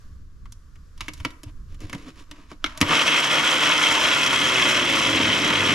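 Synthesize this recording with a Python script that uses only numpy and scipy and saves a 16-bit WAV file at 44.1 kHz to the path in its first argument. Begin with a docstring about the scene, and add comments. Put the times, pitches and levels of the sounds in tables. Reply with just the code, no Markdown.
"""In a paved yard beside a brick wall, a blender full of fruit stands close to a two-port microphone.
Hands shift the jar: knocks and rubs are noise bursts and slips ringing the housing and base, bumps are short tones.
The switch snaps its panel; then blade chops, seed impacts, splinters and brush whirr ring the filled jar.
Thickening pulp slows the motor and raises the churning noise and the drone of the shaft.
Behind it a breeze rumbles on the microphone over a faint wash, both shaped noise; the yard adds a short echo."""
import sys
import numpy as np
from scipy import signal
from scipy.fft import rfft, irfft, next_fast_len
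from scipy.io import wavfile
from scipy.ndimage import uniform_filter1d, map_coordinates

SR = 44100
rng = np.random.default_rng(int(sys.argv[2]) if len(sys.argv) > 2 else 0)


def persist_wave(psi):
    """Save psi, clipped to +-1, as 16-bit WAV."""
    counts = np.round(np.clip(psi, -1, 1) * 32767).astype(np.int16)
    wavfile.write(sys.argv[1], SR, np.atleast_2d(counts).T)


N = 253134

# lid and plastic housing, struck from outside: (resonance [Hz], width [Hz], level [dB])
SHELL_MODES = [(630, 81, 7.5), (958, 160, 8), (1143, 260, 5.5), (1356, 53, -2.5), (1620, 1350, -3),
               (2073, 57, -2.5), (2240, 110, 1), (2720, 370, -6), (3000, 120, -1), (3300, 2600, -4.5),
               (4650, 910, -11), (5580, 1700, -8), (7100, 1300, -11.5), (10600, 4000, -17)]
# the heavy base rocking on the paving: (resonance [Hz], width [Hz], level [dB])
BASE_MODES = [(99, 64, -3), (189, 140, -7), (288.4, 63, 4.5), (375, 140, -29), (543, 340, -13.5)]


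def blender():
    """The motor turns blades that shred the fruit and churn the pulp; thickness steers both."""
    thick, age, speed, angle = motor()
    # the whole load is first thrown round: 7.5 dB around 2.915 s
    heave_db = 7.5 * swell(np.arange(N) / SR, middle=2.915, length=0.041)
    running = np.clip(age / 0.034, 0, 1)
    shredded = sloshing(shredding(thick, age, speed, angle, heave_db))
    return running * (shredded + churning(thick, angle, heave_db))


def motor():
    """The shaft spins up exponentially and sags under thick pulp; its angle is the sum of its speed."""
    # the fruit turns to pulp, which loads the motor: (time [s], thickness [0-1])
    thickness = [(3.95, 0.01), (4.45, 0.4), (5.15, .87), (5.75, 0.98)]
    start_s, spin_up_s = 2.815, 0.028
    free_turns_per_s, sag_share = 152, 0.36  # speed in loose fruit, share lost in thick pulp
    thick = curve(thickness)
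    age = np.maximum(np.arange(N) / SR - start_s, 0)  # seconds since the motor got current
    speed = free_turns_per_s * (1 - np.exp(-age / spin_up_s)) * (1 - sag_share * thick)
    uneven_speed = speed * (1 + 0.01116 * wobble(14))  # lumps make the shaft waver
    angle = 2 * np.pi * np.cumsum(uneven_speed) / SR
    return thick, age, speed, angle


def shredding(thick, age, speed, angle, heave_db):
    """Blades chop at every pass, seeds pelt the wall and splinters spray, each ringing a band of the filled jar."""
    # the filled jar, driven from inside: (resonance [Hz], width [Hz], level [dB])
    jar_modes = [(274, 106, -1.5), (532, 79, -7.5), (660, 310, -10.5), (948, 167, -4), (1043, 76, -3.5),
                 (1173, 170, -3), (1290, 98, -12), (1411, 316, -3), (1742, 96, -5), (2017, 380, -4),
                 (2186, 196, -2.5), (2600, 510, -2.5), (3060, 360, -0.8), (3296, 270, -0.5),
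                 (3900, 1470, -10), (5380, 1160, -7.5), (6050, 900, -8.5), (7350, 1360, -11.5),
                 (9540, 2400, -20), (10760, 2700, -20), (12900, 2000, -20)]
    t = np.arange(N) / SR
    grip_db = blade_grip(t, age)
    chop_db = -25 - 2.5 * thick + 0.58 * grip_db + 0.49 * heave_db
    seed_db = -21.5 - 0.5 * thick + grip_db
    seed_db += 1.6 * np.exp(-age / 0.29)  # whole seeds hit hardest
    spray_db = -31.5 - 4 * thick ** 4 + grip_db  # smothered only once the pulp is thick

    blades = 4
    chops = 0.62 * impacts(blades * speed, scatter=0.2, spread_db=0) + 0.5 * rng.standard_normal(N)
    seeds = impacts(np.full(N, 3500), scatter=2, spread_db=4)
    splinters = impacts(np.full(N, 1400), scatter=2, spread_db=6.5) + 1.37 * rng.standard_normal(N)
    rough = whirr(t, angle)
    clumps = amp(0.7 * np.tanh(wobble(110)))  # shared by all three bands

    def jar(x, low_hz, high_hz):
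        """Fruit reaches the blades unevenly, partly in step with the shaft, before the jar rings."""
        morsels = amp(3.14 * np.tanh(wobble(220)))
        feed = clumps * morsels * (1 + 0.13 * np.cos(angle))
        return unit_while(through(feed * x, ringing(jar_modes, low_hz, high_hz)), age > 0)

    flesh = amp(chop_db) * jar(chops + rough, low_hz=340, high_hz=1890)
    crunch = amp(seed_db) * jar(seeds + 0.36 * chops + rough, low_hz=1730, high_hz=3950)
    fizz = amp(spray_db) * jar(splinters + 0.5 * seeds + rough, low_hz=4400, high_hz=10700)
    return flesh + crunch + fizz


def blade_grip(t, age, bite_s=0.099, bite_db=23.5, surge_db=0.68):
    """How well the blades grip the fruit, in dB: it rises as fruit is drawn in, surges, and dips in air pockets."""
    # the blades briefly spin in an air pocket: (middle [s], length [s], level change [dB])
    pockets = [(3.046, 0.014, -6), (3.219, 0.0083, -5.5), (3.286, 0.015, -6)]
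    grip_db = -bite_db * np.clip(1 - age / bite_s, 0, 1)
    grip_db += surge_db * wobble(21.916)
    for middle, length, db in pockets:
        grip_db += db * swell(t, middle, length)
    return grip_db


def whirr(t, angle, level=0.39, size=320):
    """Brushes and coupling repeat a rough pattern at every turn, which changes slowly as time passes."""
    pattern = rng.standard_normal((size, size))
    turns = angle / (2 * np.pi)
    # rows pass at 3 a second, columns once round per turn
    return level * unit(map_coordinates(pattern, [3 * t, turns * size], mode="grid-wrap"))


def churning(thick, angle, heave_db):
    """The churning mass is low noise plus the drone of the unbalanced rotor, louder in thick pulp."""
    # unbalance of the blades: (shaft order [1], level against the churning [dB])
    whirl = [(1, -9.5), (2, -16.5), (3, -7.5), (4, -15), (5, -11)]
    # colour of the churning pulp: (frequency [Hz], relative level [dB per Hz])
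    pulp_colour = [(25, -47), (50, -14.5), (100, -11), (150, -5), (210, -7.5), (285, 1.5), (340, -5),
                   (420, -10), (700, -13), (1500, -78)]
    churn_db = -37 + 9 * thick ** 1.4 + heave_db
    pulp = amp(wobble(7.3)) * noise(pulp_colour)
    drone = sum(amp(db + 2.3 * wobble(8.3)) * np.cos(order * angle) for order, db in whirl)
    return amp(churn_db) * (pulp + drone)


def sloshing(x, depth_db=1.0):
    """Pulp thrown along the wall damps now one resonance, now another."""
    z = signal.stft(x, nperseg=1024)[2]
    field = rng.standard_normal(z.shape)
    field = uniform_filter1d(field, size=4, axis=0)  # smooth over frequency
    field = uniform_filter1d(field, size=6, axis=1)  # and over time
    return signal.istft(z * amp(depth_db * unit(field)), nperseg=1024)[1][:N]


def switch(trim_db=1):
    """The sprung switch rings its panel."""
    # the switch snaps over and rebounds: (time [s], level before trim [dB], t60 [s])
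    snaps = [(2.642, -12.5, 0.028), (2.661, -24.5, 0.047)]
    # the switch and its panel: (resonance [Hz], width [Hz], level [dB])
    panel_modes = [(280, 120, -2), (613, 430, -10), (1380, 330, 1.5), (2210, 320, 2), (3020, 890, -6),
                   (3570, 1400, -9.5), (5570, 1200, -15), (10200, 5000, -32)]
    panel = ringing(panel_modes, 130, 13000)
    out = np.zeros(N)
    for s, db, t60 in snaps:
        snap = amp(db + trim_db) * burst(panel, t60)
        out[round(s * SR):][:len(snap)] += snap
    return out


def knocks(thump_trim_db=1.5, clack_trim_db=1.14, tick_trim_db=1, rattle_db=-24):
    """Each contact thumps the base, clacks the housing and ticks at the hard edge; the loose jar chatters on."""
    # the jar knocks on its base, last as the drive jerks it; levels before trim:
    # (time [s], thump [dB], clack [dB], tick [dB], clack centre [Hz])
    contacts = [(0.456, -71, -45.5, -60, 1440), (.522, -76, -49, -40.5, 4200), (0.756, -66, -54, -60, 2400),
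                (0.977, -68, -50, -50, 3500), (1.007, -43, -26, -33, 2830), (1.082, -35.5, -26, -36, 2240),
                (1.135, -64, -43, -38.5, 3800), (1.177, -63, -52, -50, 3000), (1.201, -52, -39, -47, 2080),
                (1.249, -26.5, -19, -31.5, 2230), (1.305, -55, -45, -52, 3000),
                (1.433, -41.5, -43, -41, 2960), (1.744, -56, -52.5, -55, 2500),
                (1.804, -55, -48.5, -46, 2500), (1.896, -44, -37, -43, 2180),
                (1.929, -31.5, -28, -36, 1860), (1.948, -34, -36.5, -44, 2000),
                (2.312, -43.5, -36.5, -42, 2800), (2.515, -38, -39.5, -53, 1840),
                (2.775, -51, -38, -33.5, 2870), (2.805, -30, -33, -33, 2020), (2.813, -15, -12, -17, 2630),
                (2.826, -25.5, -16.5, -37, 1980)]
    base = ringing(BASE_MODES, 33, 930)
    wall = ringing(SHELL_MODES, 540, 5400)
    edge = ringing(SHELL_MODES, 5280, 13400)
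    out = np.zeros(N)
    for s, thump, clack, tick, centre_hz in contacts:
        hit = amp(thump + thump_trim_db) * burst(base, t60=0.098)
        # the housing rings equally long after every knock
        hit += amp(clack + clack_trim_db) * burst(favour(wall, centre_hz, octaves=1.0), t60=0.045)
        hit += amp(tick + tick_trim_db) * burst(edge, t60=0.033)
        hit += amp(clack + rattle_db) * burst(favour(wall, 4200, octaves=1.4), t60=0.16)
        out[round(s * SR):][:len(hit)] += hit
    return out


def scraping(catches_per_s=90, catch_share=0.82, size=16384):
    """Every rub is a swell of tiny slips and a few harder catches that excite the housing and rock the base."""
    # the jar slides and rocks as it is settled; the bell of that length is squared below:
    # (middle [s], level [dB], bell length [s], centre [Hz], rocking of the base [dB])
    rubs = [(1.04, -50.5, .06, 2470, -60), (1.199, -57, 0.12, 3500, -65), (1.312, -72, 0.15, 4000, -56),
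            (1.484, -55, 0.032, 1100, -51), (1.724, -61, 0.051, 3500, -58), (1.834, -49.5, .04, 2800, -41),
            (1.977, -52.5, 0.19, 2600, -47.5), (2.085, -46.5, 0.03, 2200, -39.5),
            (2.197, -50, 0.048, 3020, -51), (2.382, -55, 0.12, 1200, -54), (2.517, -50, 0.034, 2200, -56),
            (2.691, -44, 0.068, 1100, -52), (2.778, -45, 0.051, 900, -55)]
    wall = ringing(SHELL_MODES, 470, 18000)
    base = ringing(BASE_MODES, 105, 1140)
    t = (np.arange(size) - size // 2) / SR
    catches = impacts(np.full(N, catches_per_s), scatter=0.4, spread_db=2)
    catches = unit(through(catches, burst(np.ones(1), t60=0.022)))
    out = np.zeros(N)
    for s, db, length, centre_hz, rocking_db in rubs:
        first = round(s * SR) - size // 2
        slips = unit(rng.standard_normal(size) * amp(2.6 * rng.standard_normal(size)))
        slips = slips + catch_share * catches[first:][:size]
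        contact = through(slips, wall) + 0.26 * slips  # housing plus the bare friction
        rub = amp(db) * unit(favour(contact, centre_hz, octaves=3.4))
        rock = amp(rocking_db) * unit(through(slips, base))
        out[first:][:size] += (rub + rock) * swell(t, 0, length) ** 2
    return out


def bumps():
    """A soft push through the ground rings for only a few cycles under a bell-shaped envelope."""
    # dull bumps as weight is put on the blender: (time [s], level [dB], pitch [Hz], length [s])
    pushes = [(1.209, -31, 76.6, 0.012), (1.262, -52, 116, .014), (1.472, -32, 98, 0.0082),
              (1.723, -35.5, 74, 0.0088), (1.851, -33, 96, 0.015), (1.955, -31.5, 160, 0.0065)]
    t = np.arange(N) / SR
    out = np.zeros(N)
    for s, db, pitch_hz, length in pushes:
        near = np.abs(t - s) < 4 * length
        u = t[near] - s
        tone = np.sin(2 * np.pi * (pitch_hz * u + rng.random()))
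        out[near] += amp(db) * np.sqrt(2) * swell(u, 0, length) * tone
    return out


def nearby(x, lean_db=0.28, size=4096):
    """Reflections off pot, ground and wall differ between the two ports; the right port hears the jar first."""
    # reflections off pot and wall: (frequency [Hz], side level [dB])
    side_level = [(100, -78), (300, -21), (600, -17), (1200, -8.5), (3000, -10), (6000, -11),
                  (13000, -11.5)]
    ports = np.array([[-1], [1]])  # left, right
    scatter = rng.standard_normal(size) * np.exp(-np.arange(size) / SR / 0.012)
    scatter /= np.linalg.norm(scatter)
    side = filtered(through(x, scatter), lambda hz: amp(along(side_level, hz)))
    pair = np.array([x + side, x - side]) * amp(lean_db * ports)
    # phase lead [rad] grows with frequency up to 2500 Hz
    return filtered(pair, lambda hz: np.exp(1j * np.minimum(hz, 2500) * 9e-5 * ports))


def yard_echo(x):
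    """The walls answer with a short diffuse tail: noise that decays at its own pace in each band."""
    # decay of the yard: (frequency [Hz], t60 [s])
    decay = [(200, 0.13), (1200, 0.6), (4000, 0.25), (12000, 0.79)]
    hz, t, z = signal.stft(rng.standard_normal((2, SR // 2)), SR, nperseg=256)
    fade = amp(-60 * t / along(decay, hz)[:, None])
    tail = signal.istft(z * fade, SR, nperseg=256)[1]
    return signal.fftconvolve(x[None], tail / np.linalg.norm(tail[0]), axes=1)[:, :N]


def breeze(trim_db=1, gust_db=2.5, apart=0.26):
    """Gusty low noise on the microphone, mostly alike at both ports and stronger at the right, which then drops."""
    # strength of the breeze: (time [s], level before gusts and trim [dB])
    strength = [(0, -42.5), (.35, -41), (.85, -45), (1.15, -39.5), (1.35, -43.5), (1.85, -39.5),
                (2.05, -45), (2.8, -47), (3.1, -61)]
    # colour of the wind on the microphone: (frequency [Hz], relative level [dB per Hz])
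    rumble = [(12, 3), (25, 7), (45, -5), (70, -3), (105, -9), (150, -17), (250, -25), (450, -38.5),
              (800, -72), (1600, -100)]
    level_db = curve(strength) + gust_db * wobble(8.65) + trim_db
    ports = noise(rumble) + apart * np.array([noise(rumble), noise(rumble)])
    return amp(level_db) * ports * amp(np.array([[-1], [1]]))


def distant_wash(trim_db=-1):
    """The faint steady noise of the surroundings, wide and slightly to the left, where the yard is open."""
    # level of the background: (time [s], level before trim [dB])
    distant = [(0, -57.5), (.27, -65.5), (.9, -61.5), (1.6, -62)]
    # colour of the distant background: (frequency [Hz], relative level [dB per Hz])
    yard_colour = [(200, -3), (500, -1), (850, -13.5), (1130, 4.5), (1330, -1.5), (1580, 0), (2200, -11.5),
                   (3300, -11.5), (5200, -9), (7300, -12), (8700, -20), (12300, -18.5), (15000, -32)]
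    ports = 0.62 * noise(yard_colour) + 0.67 * np.array([noise(yard_colour), noise(yard_colour)])
    return amp(curve(distant) + trim_db) * ports * amp(np.array([[1], [-1]]))


def ringing(modes, low_hz, high_hz, size=4096):
    """Causal (minimum-phase) impulse response of a body's resonances within a band, of energy 1."""
    hz = np.fft.rfftfreq(size, 1 / SR) + 1
    power = 0
    for centre, width, db in modes:
        detuning = (hz ** 2 - centre ** 2) / (hz * width)
        power = power + amp(db) ** 2 / (1 + detuning ** 2) ** 2
    power = power / (1 + (low_hz / hz) ** 10) / (1 + (hz / high_hz) ** 10)
    # folding the cepstrum puts all the energy after the blow
    cepstrum = irfft(np.log(power + 1e-12) / 2)
    fold = np.r_[1, np.full(size // 2 - 1, 2), np.zeros(size // 2)]
    ring = irfft(np.exp(rfft(cepstrum * fold)))
    return ring / np.linalg.norm(ring)


def burst(ring, t60, rise=0.00011, size=8192):
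    """A blow that swells as the plastic yields, then dies away in the body; it peaks near rms 1."""
    t = np.arange(size) / SR
    envelope = np.exp(-np.log(1000) * t / t60) * (1 - np.exp(-t / rise))
    x = through(envelope * rng.standard_normal(size), ring)
    return x * np.linalg.norm(envelope) / np.linalg.norm(x)


def impacts(rate, scatter, spread_db):
    """Impulses at a rate per second, displaced by scatter (in intervals), of random size and sign, rms 1."""
    count = np.cumsum(rate) / SR
    chance = rng.standard_normal((int(count[-1]), 3))
    at = np.searchsorted(count, np.arange(len(chance)) + scatter * chance[:, 0])
    size = amp(spread_db * np.minimum(chance[:, 1], 2)) * np.sign(chance[:, 2])
    return unit(np.bincount(at, size, N + 1)[:N])


def favour(x, centre_hz, octaves):
    """The place and hardness of a contact favour the resonances around one frequency."""
    edges = np.clip(centre_hz * 2 ** (octaves * np.array([-0.5, 0.5])), 20, SR / 2 - 100)
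    return signal.lfilter(*signal.butter(1, edges, "bandpass", fs=SR), x)


def through(x, ring):
    """Excite a resonating body with x."""
    return signal.fftconvolve(x, ring)[:len(x)]


def noise(spectrum):
    """Noise of rms 1 with the given colour."""
    return unit(filtered(rng.standard_normal(N), lambda hz: amp(along(spectrum, hz))))


def filtered(x, response):
    """x times a response of frequency."""
    n = x.shape[-1]
    m = next_fast_len(n + 8192, True)
    return irfft(rfft(x, m) * response(np.fft.rfftfreq(m, 1 / SR)), m)[..., :n]


def wobble(rate):
    """A smooth random curve, rate knots a second."""
    return map_coordinates(rng.standard_normal(int(N * rate / SR) + 4), [np.arange(N) * rate / SR])


def swell(t, middle, length):
    """A bell-shaped rise and fall of height 1."""
    return np.exp(-((t - middle) / length) ** 2)


def curve(points):
    """(s, value) points read at every sample."""
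    s, values = np.transpose(points)
    return np.interp(np.arange(N) / SR, s, values)


def along(points, hz):
    """(Hz, value) points read on a log axis."""
    f, v = np.transpose(points)
    return np.interp(np.log(hz + 1), np.log(f + 1), v)


def unit(x):
    """Scale to rms 1."""
    return x / np.sqrt(np.mean(x ** 2) + 1e-20)


def unit_while(x, on):
    """Scale to rms 1 over the samples marked on."""
    return x / np.sqrt(np.mean(x[on] ** 2) + 1e-20)


def amp(db):
    """Decibels to gain."""
    return 10 ** (np.asarray(db) / 20)


def scene(echo_db=-13):
    """The blender and its handling close by, the yard's echo, and the breeze and wash behind."""
    machine = blender() + switch() + knocks() + scraping()
    close = nearby(machine) + bumps()
    return close + amp(echo_db) * yard_echo(machine) + breeze() + distant_wash()


def record(dry):
    """The microphone's treble fades around 14 kHz, and nothing passes above 15.8 kHz."""
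    return filtered(dry, lambda hz: (hz < 15800) / np.sqrt(1 + (hz / 14000) ** 20))


dry = scene()
out = record(dry)
persist_wave(out)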